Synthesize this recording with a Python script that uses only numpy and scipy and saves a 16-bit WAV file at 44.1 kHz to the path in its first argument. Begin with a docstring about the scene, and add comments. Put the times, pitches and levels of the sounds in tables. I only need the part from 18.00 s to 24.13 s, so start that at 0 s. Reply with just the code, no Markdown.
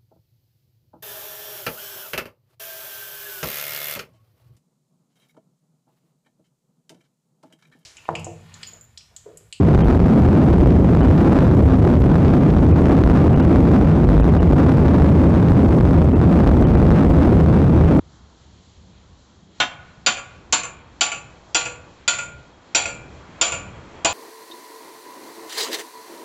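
"""Chiselling open a car muffler in a yard

Close to the microphone, nine hammer blows drive a steel chisel into the seam of a muffler on the ground.
Each blow sums noise bursts and decaying modes of chisel and sheet steel; the edge starts wedged tight, works
free and catches again on the last blow, while the clang deepens as the seam opens. Delayed copies and noise
tails return from the yard; shaped noise makes the road and a faint whine; the phone's limiter ducks the peaks."""
import sys
import numpy as np
from scipy import signal
from scipy.fft import rfft, irfft, next_fast_len
from scipy.io import wavfile
from scipy.ndimage import uniform_filter1d, minimum_filter1d

SR = 44100
rng = np.random.default_rng(int(sys.argv[2]) if len(sys.argv) > 2 else 0)


def bounce(signal):
    """Save signal as a 16-bit WAV file at the path given by the first command-line argument."""
    frames = np.transpose(np.atleast_2d(signal))
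    limited = np.clip(frames, -1, 1)
    pcm = np.round(limited * 32767).astype(np.int16)
    wavfile.write(sys.argv[1], SR, pcm)


N = 270333  # length of the scene in samples
RING = 40000  # longest single sound in samples, about 0.9 s
AGE = np.arange(RING) / SR  # seconds since contact


def hammering():
    """Every blow, heard close by and as sent towards the walls; grip and seam opening set its sound."""
    # Hammer blows. Each row: start in seconds, level in dB, grip of the seam on the edge from 0 to 1,
    # clang of the shell in dB, frequency in Hz that the spot under the edge favours.
    blows = [(1.6003, 2.5, 0.86, -6, 690), (2.0621, 6, 0.43, -3, 1230), (2.5248, 4, 0.24, -1.5, 900),
             (3.0088, 2, 0.07, -1, 1146), (3.546, 2.5, 0.09, 0, 485), (4.0777, 1, 0.03, -2, 1452),
             (4.7477, 2, 0.07, 1, 1610), (5.412, 1.55, 0, 0.5, 1353), (6.047, 0.6, 0.28, 3.5, 680)]
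    # Colour of the opening seam. Each row: frequency in Hz, gain in dB when shut, gain in dB when open.
    seam = [(547, -0.5, 6), (1350, 3, -4), (2620, -1.33, -1.1), (5400, 0.5, 2), (6600, 1, -0.2)]
    grip_choke_db = -20.5  # on the free ring; goes with the square of the grip
    grip_tilt_db_per_octave, grip_pivot_hz = -7, 2000  # the dulling, also with the square of the grip
    grip_outward_db = -22  # a wedged chisel throws less sound towards the walls, at full grip
    clang_below_hz, thud_db = 2000, 3.5
    length_shut, length_open = 0.66, 0.92  # the steel rings longer as the seam opens (factor on t60)
    boom_shut_db, boom_open_db = -53, -37.5

    near, outward = np.zeros((2, N))
    hz, shut_db, open_db = np.transpose(seam)
    # each blow opens the seam by an equal step
    openings = np.linspace(0, 1, len(blows))
    for (s, db, grip, clang_db, spot_hz), opening in zip(blows, openings):
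        dull_db = grip ** 2 * grip_tilt_db_per_octave * np.log2(hz / grip_pivot_hz)
        colour_db = blend(shut_db, open_db, opening) + dull_db + clang_db * (hz < clang_below_hz)
        colour = list(zip(hz, colour_db))
        length = blend(length_shut, length_open, opening)
        free = strike(colour, length, grip ** 2 * grip_choke_db, spot_hz)
        blow = undb(db) * (free + grip * wedge() + undb(thud_db) * grip ** .5 * thud())
        add(near, s, blow + undb(blend(boom_shut_db, boom_open_db, opening)) * boom())
        add(outward, s, blow * undb(grip * grip_outward_db))
    return near, outward


def strike(colour, length, free_db, spot_hz, spot_db=8, spot_width=0.06):
    """Steel meets steel: a hard crack, the rattle of the sheet, and the clear modes of shell and chisel."""
    # Muffler shell. Each row: frequency in Hz, relative level in dB, t60 in seconds before the length factor.
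    shell_modes = [(299, -28, 0.18), (324, -6, 0.13), (488, -24, 0.73), (566, -15.5, 0.35),
                   (669.5, -5.5, 0.17), (728, -9, 0.32), (908.6, -8.5, 0.23), (981, -19, 0.69),
                   (1147, -11, 0.52), (1236, -16.5, 0.3), (1312, -18, 0.47), (1398, -3.5, 0.17),
                   (1414, -4.5, 0.46), (1496, -8, 0.47), (1542, -2.5, 0.19), (1755, -22.5, 0.63),
                   (1810, -12, 0.38), (2020, -10, 0.17), (2223, -14, 0.58), (2370, -10.5, 0.66),
                   (2790, -10.5, 0.48), (3090, 3.5, 0.12), (3276, -4, 0.26), (3385, -11, 0.29),
                   (3540, -16.5, 0.077), (3890, -11, 0.1), (4560, -2.5, 0.24), (4290, -12, 0.36),
                   (4720, -14.5, 0.1)]
    # Chisel, split into close groups by the contact.
    # Each row: frequency in Hz, relative level in dB, t60 in seconds before the length factor.
    chisel_modes = [(2529, 0, .42), (2573, -2, .42), (2629, -4, .4), (5609, -11, .22), (5758, -8, .22),
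                    (6058, -6, .25), (6153, -7, .23), (6847, -4, .24), (6987, 2, .28), (7062, -1, .28),
                    (7095, 1, .33), (7130, 1, .3), (7246, 1, .28), (7364, -4, .28), (7560, -8, .25)]
    # The chisel's two main mode groups, smeared while its edge chatters on the seam.
    # Each row: frequency in Hz, relative level in dB.
    chatter_points = [(1500, -30), (2200, -25), (2420, 4.5), (2540, -0.5), (2700, -10.5), (3100, -9.5),
                      (5500, -34), (6650, -32), (6950, 2), (7150, 4), (7350, -11), (7750, -12)]
    # Countless weak shell modes that blur into a rattle. Each row: frequency in Hz, relative level in dB.
    rattle_points = [(100, -25), (300, -16.5), (900, 5), (1450, 3), (1950, 1), (2530, 4), (2900, 5.5),
                     (3300, 6), (3900, 2), (4550, 5), (5100, -5.5), (6500, -2), (7100, 6.5), (7800, -9)]
    crack_points = [(150, -11.5), (800, -12.5), (1500, -15.5), (2500, 4.0), (4500, 0.5),
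                    (6000, -1.5), (7200, 2.0)]

    # shell modes that swing widest under the edge are driven hardest
    driven = []
    for hz, db, t60 in shell_modes:
        nearness = np.exp(-(np.log(hz / spot_hz) / spot_width) ** 2)
        driven.append((hz, db + spot_db * nearness, t60))
    shell = undb(-25.5) * ring(driven, colour, length, scatter_db=2.5, detune=0.0011, swell_cycles=1.5)
    chisel = undb(-27.5) * ring(chisel_modes, colour, length, scatter_db=3.0, detune=0.0011, swell_cycles=3.5)
    chatter = undb(-20) * blur(chatter_points, colour, patchy_db=1.5, patch_hz=38.1) * fade(0.39 * length)
    ping = undb(-6.5) * blur(chatter_points, colour, patchy_db=1.0, patch_hz=39.6) * fade(0.029)
    rattle = undb(-18.5) * blur(rattle_points, colour, patchy_db=4.5, patch_hz=50.1) * fade(0.35 * length)
    crack = undb(-3.6) * blur(crack_points, colour, patchy_db=8.0, patch_hz=110.5) * fade(0.055)

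    # the grip chokes the clear modes most, the rattle and crack only a little
    clear = undb(free_db) * (shell + chisel + chatter + ping)
    rough = undb(0.11 * free_db) * (rattle + crack)
    return (clear + rough) * (1 - np.exp(-AGE / .0007))


def wedge():
    """Chisel and seam ring as one, over a dense clank of the pinched sheet."""
    # Chisel and seam joined while the edge is wedged tight.
    # Each row: frequency in Hz, relative level in dB, t60 in seconds before the length factor and friction.
    wedged_modes = [(537.5, 1.5, 0.066), (668, 0.5, 0.099), (725, -1.5, 0.25), (845, 0.5, 0.17),
                    (1014, -5, 0.41), (1166, 1, 0.13), (1250, -1, 0.22), (1460, 9.5, 0.22),
                    (1687, -7.5, 0.39), (1860, -10.5, 0.18), (2106, -1, 0.13), (2240, 3.5, 0.2),
                    (2620, 2, 0.074), (2740, -1, 0.6), (2896, -4, 0.16), (3173, -1, 0.71), (3444, 3.5, .26),
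                    (3290, 3.5, 0.12), (3574, 1, 0.11), (3660, 2.5, 0.4), (4540, -4.5, 0.067),
                    (5270, -5, 0.48), (5630, 3.5, 0.14), (6030, 3, 0.36), (7340, -6, 0.69),
                    (7300, -8, 0.09)]
    tone_colour = [(500, 4.5), (3000, -4), (4000, -3), (5300, -10), (8000, -15)]
    clank_points = [(200, -25.5), (520, 1), (900, 0), (1400, 3.5), (2300, 2), (3600, -1.5),
                    (5000, -20), (8000, -26)]
    clank_colour = [(500, 0.015), (8000, 0.0042)]
    tones = undb(-20.0) * ring(wedged_modes, tone_colour, 0.56, scatter_db=0.0, detune=0.0014, swell_cycles=9.0)
    clank = undb(-18) * blur(clank_points, clank_colour, patchy_db=2.5, patch_hz=58.65)
    clank *= 1 - np.exp(-AGE / 0.0095)
    # friction in the seam soon stops both
    return tones * np.exp(-(AGE / 0.13) ** 2) + clank * np.exp(-(AGE / 0.038) ** 2)


def thud():
    """A wedged chisel drives the whole muffler against the ground."""
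    points = [(60, -30.0), (140, -3.0), (230, -4), (300, 3.5), (420, -19), (900, -41)]
    return undb(-30.0) * noise(points, RING) * fade(0.18) * (1 - np.exp(-AGE / 0.017))


def boom(peak_s=.17):
    """A low rumble that swells after a blow and dies slowly."""
    points = [(30, -17.5), (70, -2), (140, -1.5), (250, -18.5), (600, -12), (2000, -65.5)]
    age = AGE / peak_s
    return noise(points, RING) * age ** 2 * np.exp(2 * (1 - age))


def ring(modes, colour, length, scatter_db, detune, swell_cycles):
    """Decaying modes; the edge sits differently at each contact, which shifts their strength and pitch."""
    hz, db, t60 = np.transpose(modes)
    size, shift, phase = rng.standard_normal((len(hz), 3)).T
    gain = undb(db + scatter_db * size) * curve(hz, colour)
    shifted_hz = hz * (1 + detune * shift)
    decay = np.log(1000) / (t60 * length)
    age, out = AGE[:RING // 2].astype(np.float32), np.zeros(RING)
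    for g, f, loss, start in np.transpose([gain, shifted_hz, decay, phase]).tolist():
        # the vibration takes some cycles to spread over the steel, so low modes come late
        swell = 1 - np.exp(-np.minimum(f * age / swell_cycles, 20))
        out[:len(age)] += g * swell * np.exp(-loss * age) * np.sin(2 * np.pi * (f * age + start))
    return out


def blur(points, colour, patchy_db, patch_hz):
    """A crowd of close modes, as shaped noise; each contact favours other groups of them."""
    hz = bins(RING)
    knots = np.arange(0, SR / 2, patch_hz)
    patches = np.interp(hz, knots, rng.standard_normal(len(knots)))
    crowd = unit(irfft(rfft(noise(points, RING)) * undb(patchy_db * patches), RING))
    return irfft(rfft(crowd) * curve(hz, colour), RING)


def grit(s=1.8303, db=-37):
    """A small dry tick on the ground: a very short burst of noise."""
    out = np.zeros(N)
    tick = noise([(300, -7), (1700, 9.5), (3000, -23), (7000, -37.0)], RING) * fade(0.0083)
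    add(out, s, undb(db) * tick)
    return out


def scuff(s=1.6, length_s=0.16, db=-57):
    """A soft rustle as the first blow lands: noise that swells and sinks once."""
    out = np.zeros(N)
    swell = np.sin(np.pi * np.minimum(AGE / length_s, 1))
    add(out, s, undb(db) * swell * noise([(300, -20), (1300, 3), (2500, -2), (7000, -20)], RING))
    return out


def walls(x):
    """Each wall returns one clean echo and a short spray of scattered ones."""
    # Walls round the yard, about 9 and 18 m away. Each row: echo delay in seconds, clean echo in dB,
    # scatter from the clutter near the wall in dB, its t60 in seconds; levels before the echo colour.
    wall_rows = [(.054, -15, -15, .11), (.108, -11.5, -14, 0.21)]
    # Colour of the wall echoes. Each row: frequency in Hz, gain in dB.
    echo_colour = [(300, 2), (1000, -0.5), (1900, 0.5), (2530, 2.5), (3400, -10.5), (5500, -11), (7100, -2)]
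    response = np.zeros(N)
    for delay_s, echo_db, scatter_db, t60 in wall_rows:
        spray = rng.standard_normal(RING) * fade(t60)
        spray /= np.sqrt(np.sum(spray ** 2))
        clean = signal.unit_impulse(RING)
        add(response, delay_s, undb(echo_db) * clean + undb(scatter_db) * spray)
    response = irfft(rfft(response[:RING]) * curve(bins(RING), echo_colour), RING)
    return signal.fftconvolve(x, response)[:N]


def yard(x, low_t60=0.76, high_t60=0.3, split_hz=2600, wet_db=-22.0206):
    """Scattered echoes from walls and clutter, as a noise tail; the treble dies first."""
    low_points = [(100, -3), (1000, 0), (split_hz, -5), (5000, -25), (9000, -40)]
    high_points = [(1000, -8), (split_hz, 0), (7000, -3), (12000, -20)]
    low = noise(low_points, RING) * fade(low_t60)
    high = noise(high_points, RING) * fade(high_t60)
    tail = (low + undb(1.5) * high) * (1 - np.exp(-AGE / 0.019))
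    tail /= np.sqrt(np.sum(tail ** 2))
    return undb(wet_db) * signal.fftconvolve(x, tail)[:N]


def road():
    """Engines rumble and tyres wash some way off, over a faint hiss; all are wavering noise."""
    # The road over time. Each row: time in seconds, rumble in dB, tyres in dB; both before the trims.
    road_levels = [(0.0, -51, -56.5), (1.43, -53, -56), (2.2, -50.5, -49.5), (4.71, -58, -49.5),
                   (4.88, -51, -45), (5.74, -47.5, -42.5), (6.13, -51.5, -43)]
    # Steady spectra of rumble, tyres and hiss. Each row: frequency in Hz, relative level in dB.
    rumble_points = [(20, -28.5), (40, -8), (70, 5), (130, -5), (190, -2.5), (280, -16), (600, -32.5)]
    tyre_points = [(100, -4), (300, 4.5), (600, -0.5), (1000, 0), (1600, -6), (2500, -11), (4000, -23.5),
                   (8000, -26)]
    air_points = [(500, 0), (2000, -20), (3000, 1), (4200, 4), (4900, -3), (6200, -2.5), (7100, -0.5),
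                  (7800, -8)]
    rumble_trim_db, tyre_trim_db = 0.4, -2.06

    s, *columns = np.transpose(road_levels)
    rumble_db, tyre_db = (np.interp(np.arange(N) / SR, s, c) for c in columns)
    rumble = waver(noise(rumble_points + [(2000, -72.0)], N), depth_db=4.0, rate=15)
    rumble *= undb(rumble_db + rumble_trim_db)
    tyres = noise(tyre_points, N) * undb(tyre_db + tyre_trim_db)
    hiss = undb(-60.5) * noise(air_points, N)
    return rumble + waver(tyres + hiss, depth_db=1.96, rate=11)


def whine(hz=3270, width_hz=25):
    """A faint, unsteady whine that slowly grows: a narrow band of noise."""
    band = [(hz - 8 * width_hz, -70), (hz - width_hz, -6), (hz, 0), (hz + width_hz, -6),
            (hz + 8 * width_hz, -70)]
    return noise(band, N) * undb(np.linspace(-77, -66, N))


def waver(x, depth_db, rate):
    """Let each octave swell and sink on its own."""
    padded = next_fast_len(N, True)
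    octave = np.log2(np.clip(bins(padded), 40, 5120) / 40)
    spectrum = rfft(x, padded)
    # triangular bands that overlap and sum to one
    bands = (irfft(spectrum * np.maximum(0, 1 - abs(octave - k)), padded)[:N] for k in range(8))
    return sum(band * undb(depth_db * walk(rate)) for band in bands)


def walk(rate):
    """Smooth random drift from rate fresh values a second."""
    k = int(SR / rate)
    steps = np.repeat(rng.standard_normal(N // k + 1), k)
    return 1.08 * uniform_filter1d(uniform_filter1d(steps, k), k)[:N]


def limiter(x, ceiling=.92, look_ahead_s=.001, release_db_per_s=400):
    """Turn the gain down just ahead of each peak and let it recover at a steady rate."""
    over_db = 20 * np.log10(np.maximum(abs(x) / ceiling, 1))
    recovery_db = release_db_per_s * np.arange(N) / SR
    duck_db = recovery_db - np.maximum.accumulate(over_db + recovery_db)
    size = int(look_ahead_s * SR)
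    return x * undb(uniform_filter1d(minimum_filter1d(duck_db, size), size))


def undb(db):
    """Decibels to gain."""
    return 10 ** (np.asarray(db) / 20)


def unit(x):
    """Scale to rms 1."""
    return x / np.sqrt(np.mean(x ** 2))


def blend(first, last, share):
    """The value a share of the way from first to last."""
    return first + share * (last - first)


def curve(hz, points):
    """Gain at hz of (Hz, dB) points joined on a log axis."""
    f, db = np.transpose(points)
    return undb(np.interp(np.log(np.maximum(hz, 1)), np.log(f), db))


def bins(size):
    """Frequencies of a spectrum of size samples."""
    return np.arange(size // 2 + 1) * SR / size


def noise(points, size):
    """Noise of rms 1 with the given spectrum."""
    padded = next_fast_len(size, True)
    spectrum = rfft(rng.standard_normal(padded)) * curve(bins(padded), points)
    return unit(irfft(spectrum, padded)[:size])


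def fade(t60):
    """Exponential decay, 60 dB down after t60 seconds."""
    return np.exp(-np.log(1000) * AGE / t60)


def add(out, s, sound):
    """Mix a sound in at time s."""
    i = int(s * SR)
    out[i:i + len(sound)] += sound[:N - i]


def scene():
    """The work close by, its echoes, the road and the whine."""
    near, outward = hammering()
    work = near + grit() + scuff()
    return (work + walls(outward) + yard(work) + road() + whine())[None]


def record(dry, top_hz=7700):
    """The phone limits the loudest peaks, then a steep low-pass cuts what lies above the chisel's ping."""
    held = limiter(dry)
    low_pass = signal.cheby1(12, .3, top_hz, fs=SR, output="sos")
    return signal.sosfilt(low_pass, held)


dry = scene()
out = record(dry)
bounce(out)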